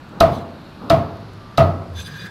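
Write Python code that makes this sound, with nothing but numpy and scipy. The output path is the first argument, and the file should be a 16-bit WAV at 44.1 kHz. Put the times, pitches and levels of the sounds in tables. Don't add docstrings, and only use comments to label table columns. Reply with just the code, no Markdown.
import sys
import numpy as np
from scipy import signal
from scipy.fft import rfft, irfft
from scipy.io import wavfile
from scipy.ndimage import uniform_filter1d

SR = 44100
rng = np.random.default_rng(int(sys.argv[2]) if len(sys.argv) > 2 else 0)


def volts_from_db(level):
    exponent = np.asarray(level, float) / 20
    return 10 ** exponent


def put_to_file(sound):
    columns = np.atleast_2d(sound).T
    safe = np.clip(columns, -1, 1)
    whole_steps = np.round(safe * 32767)
    wavfile.write(sys.argv[1], SR, whole_steps.astype(np.int16))


N = 101429
t = np.arange(N) / SR

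# (frequency [Hz], relative density [dB])
HALL_COLOUR = [(40, -10), (108, -2.5), (170, -1.5), (516, -14), (1100, -16), (1400, -15), (2350, -25.5),
               (4370, -25.5), (6000, -36.5), (9000, -46.5), (11700, -41.5), (15700, -57)]
# (time [s], peak level [dB])
HUM_LEVEL = [(0, -65), (.45, -44), (2.3, -37.5)]
# (time [s], level [dB])
TONE_LEVEL = [(1.359, -61), (1.438, -47.5), (1.57, -51)]
# (frequency [Hz], relative density [dB])
CRACKLE_COLOUR = [(2000, -20), (5000, 0), (16000, -6)]
HALL_DB, HUM_HZ, TONE_HZ = -40.5, 105, 1179
CRACKLES_PER_S, CRACKLE_DB = 16, -71

BLADE_HZ = [2480, 3520, 3860, 4010, 4790, 6120, 7000, 7660, 9070, 9420, 11330, 13200, 15400]
# (edge landing [dB], sweeping [dB], sliding out [dB])
BLADE_BALANCE = [(-12, -7.5, -17), (2, 4, -6), (-7, -3, -9), (-1, -7.5, 0), (-2, -1.5, -14),
                 (-6.5, -7.5, -14), (-24, -30, -15), (-14.5, -18, -10.5), (-23, -26, -21), (-7.5, -21, -11),
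                 (-16, -16, -13), (-27, -26, -19), (-28, -34, -17)]
# (frequency [Hz], relative density [dB])
RASP_COLOUR = [(1000, -17.0), (3500, 16.5), (6000, 1), (9000, -14), (15500, -10)]
# (frequency [Hz], width [Hz], relative level [dB])
DRAG_MODES = [(1620, 28, 1.5), (1647, 15, 6), (1730, 36, -7.5)]
# (time [s], blade level [dB], low scrape level [dB])
SCRAPE_LEVEL = [(1.93, -65, -68), (1.962, -40, -49), (2.003, -31.5, -41), (2.024, -37.5, -44),
                (2.042, -45, -59), (2.068, -34.5, -40), (2.095, -44.5, -35.5), (2.14, -41, -42),
                (2.27, -43.5, -35), (2.3, -59, -45)]
# (time [s], level [dB])
WITHDRAW_LEVEL = [(.3, -49), (.325, -44), (.355, -41.5), (.375, -46.5), (.43, -56)]
# (time [s], level [dB])
SHOVE_LEVEL = [(1.95, -60), (2.08, -35), (2.16, -44.5), (2.27, -32)]
# (frequency [Hz], relative density [dB])
SHOVE_COLOUR = [(100, -26.5), (145, 14), (260, -4), (600, -38)]
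# (time [s], level [dB])
RUMBLE_LEVEL = [(1.85, -50), (1.9, -32), (2.0, -30.5), (2.06, -43)]
RASP_DB, GRAIN_DB, RUMBLE_HZ = -6.5, 0.5, 86
FLICKER_DB, BLADE_WIDTH_HZ = 4.5, 36
LANDED_S = 2.08

# (blade meets block [s], tail [dB], ring [dB], basin [dB], thud [dB], knock [dB],
# knock decay stretch [factor], slice [dB], bite [dB], swish [dB])
CHOPS = [(0.2083, 3.5, -1.5, -1, -3.5, -4.5, 0.76, -15, -16, -37),
         (0.9033, 2, -3, 1.5, -2, -3, 0.5, -19.5, -16.5, -33),
         (1.58, 2, -3, 6, -1.5, -4.5, 1.42, -22.5, -18, -83.5)]
# (time after the blow [s], frequency [Hz], relative level [dB])
RING = [(0, 676, -6), (.012, 680, -8.5), (.034, 647, -5), (.043, 696, -4), (.048, 635, -17),
        (.07, 655, -17), (.09, 710, -25), (.118, 673.3, -18.5), (.14, 694.3, -42.5), (.163, 646.4, -27),
        (.185, 652, -44), (.207, 689.3, -30.5), (.26, 661.4, -45), (.305, 680, -39.5), (.38, 667, -59)]
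# (frequency [Hz], relative level [dB], t60 [s], rise [s])
THUD_MODES = [(153.9, -8, 0.4, 0.019), (316.8, -17.5, 0.2, 0.0011)]
# (frequency [Hz], relative level [dB], t60 before stretch [s], rise [s])
KNOCK_MODES = [(601, -11.5, 0.26, 0.0069), (1244, -12, 0.27, 0.00064), (1275, -8, 0.11, 0.00091),
               (1306, -20, 0.44, 0.00087), (1943, -27, 0.27, 0.006), (2722, -20.5, 0.11, 0.00043)]
# (frequency [Hz], relative level [dB], t60 [s], rise [s])
BASIN_MODES = [(91.6, -14, 0.56, 0.035), (127.4, -10.5, 0.34, 0.046)]
# (frequency [Hz], relative density [dB])
TAIL_COLOUR = [(24, -39), (40, -8), (155, -3), (470, -12.5), (650, -7.5), (900, -13), (1240, -10.5),
               (1520, -21.5), (2840, -26), (4300, -27.5), (7000, -43.5), (16000, -50)]
# (frequency [Hz], t60 [s])
TAIL_T60 = [(60, 0.22), (300, 0.4), (1100, 0.26), (3000, 0.15), (8000, .13), (16000, 0.17)]
# (frequency [Hz], relative density [dB])
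SLICE_COLOUR = [(880, -8), (1810, -27), (2590, -12), (4600, -1.5), (7760, -22.5), (14300, -23),
                (16000, -37)]
# (frequency [Hz], relative density [dB])
SWISH_COLOUR = [(100, -14), (200, 11), (600, -1.5), (1300, -3.5), (2200, -46)]
MODE_SCATTER_DB, MODE_WAVER_RAD = 1.25, .35
TAIL_DB, LATE_DB, LATE_STRETCH = -16.5, -6, 3.21
SLICE_PEAK_S, SLICE_RISE_S, SLICE_FALL_S = -.0025, .0017, .004
BITE_HZ, BITE_GLIDE_HZ_PER_S, BITE_S = 3900, 90000, .0014
SWISH_START_S, SWISH_RISE_S = -0.094, 0.049

CEILING, TOP_HZ = 1.25, 15750


def unit(x):
    return x / np.sqrt(np.mean(x ** 2))


def col(table, k, at=t, ends=None):
    a = np.array(table, float)
    return np.interp(at, a[:, 0], a[:, k], ends, ends)


def over_hz(points, hz):
    a = np.array(points, float)
    return np.interp(np.log(np.maximum(hz, 1)), np.log(a[:, 0]), a[:, 1])


def noise(points):
    spectrum = rfft(rng.standard_normal(N))
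    gain = volts_from_db(over_hz(points, np.fft.rfftfreq(N, 1 / SR)))
    return unit(irfft(spectrum * gain, N))


def resonate(x, hz, width):
    return signal.lfilter(*signal.iirpeak(hz, hz / max(width, 3), SR), x)


def walk(rate):
    k = int(SR / rate)
    return unit(uniform_filter1d(uniform_filter1d(rng.standard_normal(N), k), k))


def bands(x, shape):
    spectrum = rfft(x)
    hz = np.maximum(np.fft.rfftfreq(N, 1 / SR), 1)
    out = 0
    for centre in 25 * 2 ** (np.arange(29) / 3):
        window = np.cos(np.pi / 2 * np.clip(3 * np.log2(hz / centre), -1, 1)) ** 2
        out = out + shape(centre) * irfft(spectrum * window, N)
    return out


def fall(u, t60):
    return (u >= 0) * volts_from_db(-60 * np.maximum(u, 0) / t60)


def modes(table, u, stretch=1):
    out = 0
    for hz, db, t60, rise in table:
        phase = 2 * np.pi * hz * u + MODE_WAVER_RAD * walk(38.0)
        strength = volts_from_db(db + MODE_SCATTER_DB * rng.standard_normal())
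        onset = 1 - np.exp(-np.maximum(u, 0) / rise)
        out = out + strength * onset * fall(u, t60 * stretch) * np.sin(phase)
    return out


def hall():
    air = bands(noise(HALL_COLOUR), lambda hz: volts_from_db(1.7 * walk(1.1)))
    hum = volts_from_db(col(HUM_LEVEL, 1) + 2.5 * walk(6)) * np.sin(2 * np.pi * HUM_HZ * t + .9 * walk(10))
    tone = np.sqrt(2) * np.sin(2 * np.pi * TONE_HZ * t + .5 * walk(20.12))
    tone = volts_from_db(col(TONE_LEVEL, 1, ends=-120)) * tone
    ticks = (rng.random(N) < CRACKLES_PER_S / SR) * volts_from_db(6.2 * rng.standard_normal(N))
    bursts = uniform_filter1d(ticks, 260) * 260
    crackle = noise(CRACKLE_COLOUR) * bursts
    return volts_from_db(CRACKLE_DB) * crackle + volts_from_db(HALL_DB) * air + hum + tone


def blade(order, rasp_db):
    rub = rng.standard_normal(N) * volts_from_db(GRAIN_DB * walk(160))
    ring = 0
    for hz, balance in zip(BLADE_HZ, BLADE_BALANCE):
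        flicker = volts_from_db(balance[order] + FLICKER_DB * walk(32.2))
        ring = ring + flicker * unit(resonate(rub, hz, BLADE_WIDTH_HZ))
    rasp = noise(RASP_COLOUR) * volts_from_db(GRAIN_DB * walk(135))
    return unit(unit(ring) + volts_from_db(rasp_db) * unit(rasp))


def scrape():
    rub = rng.standard_normal(N) * volts_from_db(2.5 * walk(68))
    drag = unit(sum(volts_from_db(db) * resonate(rub, hz, width) for hz, width, db in DRAG_MODES))
    rumble = np.sqrt(2) * np.sin(2 * np.pi * RUMBLE_HZ * t + 0.63 * walk(10.6))
    settled = np.clip((t - LANDED_S) / .04 + .5, 0, 1)
    landing = np.sqrt(1 - settled) * blade(order=0, rasp_db=RASP_DB)
    sweeping = np.sqrt(settled) * blade(order=1, rasp_db=RASP_DB)
    out = volts_from_db(col(SHOVE_LEVEL, 1, ends=-120)) * noise(SHOVE_COLOUR)
    out += volts_from_db(col(SCRAPE_LEVEL, 1, ends=-120)) * (landing + sweeping)
    out += volts_from_db(col(SCRAPE_LEVEL, 2, ends=-120)) * drag
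    out += volts_from_db(col(RUMBLE_LEVEL, 1, ends=-120)) * rumble
    out += volts_from_db(col(WITHDRAW_LEVEL, 1, ends=-120)) * blade(order=2, rasp_db=0.0)
    return out


def block_ring(u):
    phase = 2 * np.pi * np.cumsum(col(RING, 1, u) * (u > 0)) / SR
    return volts_from_db(col(RING, 2, u, -120)) * np.sqrt(2) * np.sin(phase)


def clatter_tail(u):
    def decay(hz):
        t60 = over_hz(TAIL_T60, hz)
        return fall(u, t60) + volts_from_db(LATE_DB) * fall(u, LATE_STRETCH * t60)
    return bands(noise(TAIL_COLOUR), decay)


def skin_slice(v):
    return noise(SLICE_COLOUR) * np.exp(np.where(v < 0, -(v / SLICE_RISE_S) ** 2 / 2, -v / SLICE_FALL_S))


def edge_bite(v):
    turns = BITE_HZ * v + BITE_GLIDE_HZ_PER_S * v ** 2 / 2 + rng.random()
    return np.exp(-(v / BITE_S) ** 2 / 2) * np.sin(2 * np.pi * turns)


def air_swish(u):
    swell = 1 / (1 + np.exp(np.clip((SWISH_START_S - u) / SWISH_RISE_S * 4, -50, 50)))
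    return noise(SWISH_COLOUR) * (u < 0) * swell


def chop(s, tail_db, ring_db, basin_db, thud_db, knock_db, stretch, slice_db, bite_db, swish_db):
    u = t - s
    v = u - SLICE_PEAK_S
    blow = volts_from_db(ring_db) * block_ring(u)
    blow += volts_from_db(thud_db) * modes(THUD_MODES, u)
    blow += volts_from_db(knock_db) * modes(KNOCK_MODES, u, stretch)
    blow += volts_from_db(basin_db) * modes(BASIN_MODES, u)
    blow += volts_from_db(TAIL_DB + tail_db) * clatter_tail(u)
    return blow + volts_from_db(slice_db) * skin_slice(v) + volts_from_db(bite_db) * edge_bite(v) + volts_from_db(swish_db) * air_swish(u)


def scene():
    return (hall() + scrape() + sum(chop(*row) for row in CHOPS))[None]


def top_cut(x):
    return signal.sosfilt(signal.butter(12, 16470, fs=SR, output="sos"), x)


def record(dry):
    rounded = CEILING * np.tanh(dry / CEILING)
    low_pass = signal.ellip(12, .3, 60, TOP_HZ, fs=SR, output="sos")
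    mix = signal.sosfilt(low_pass, rounded)
    return top_cut(mix)


dry = scene()
out = record(dry)
put_to_file(out)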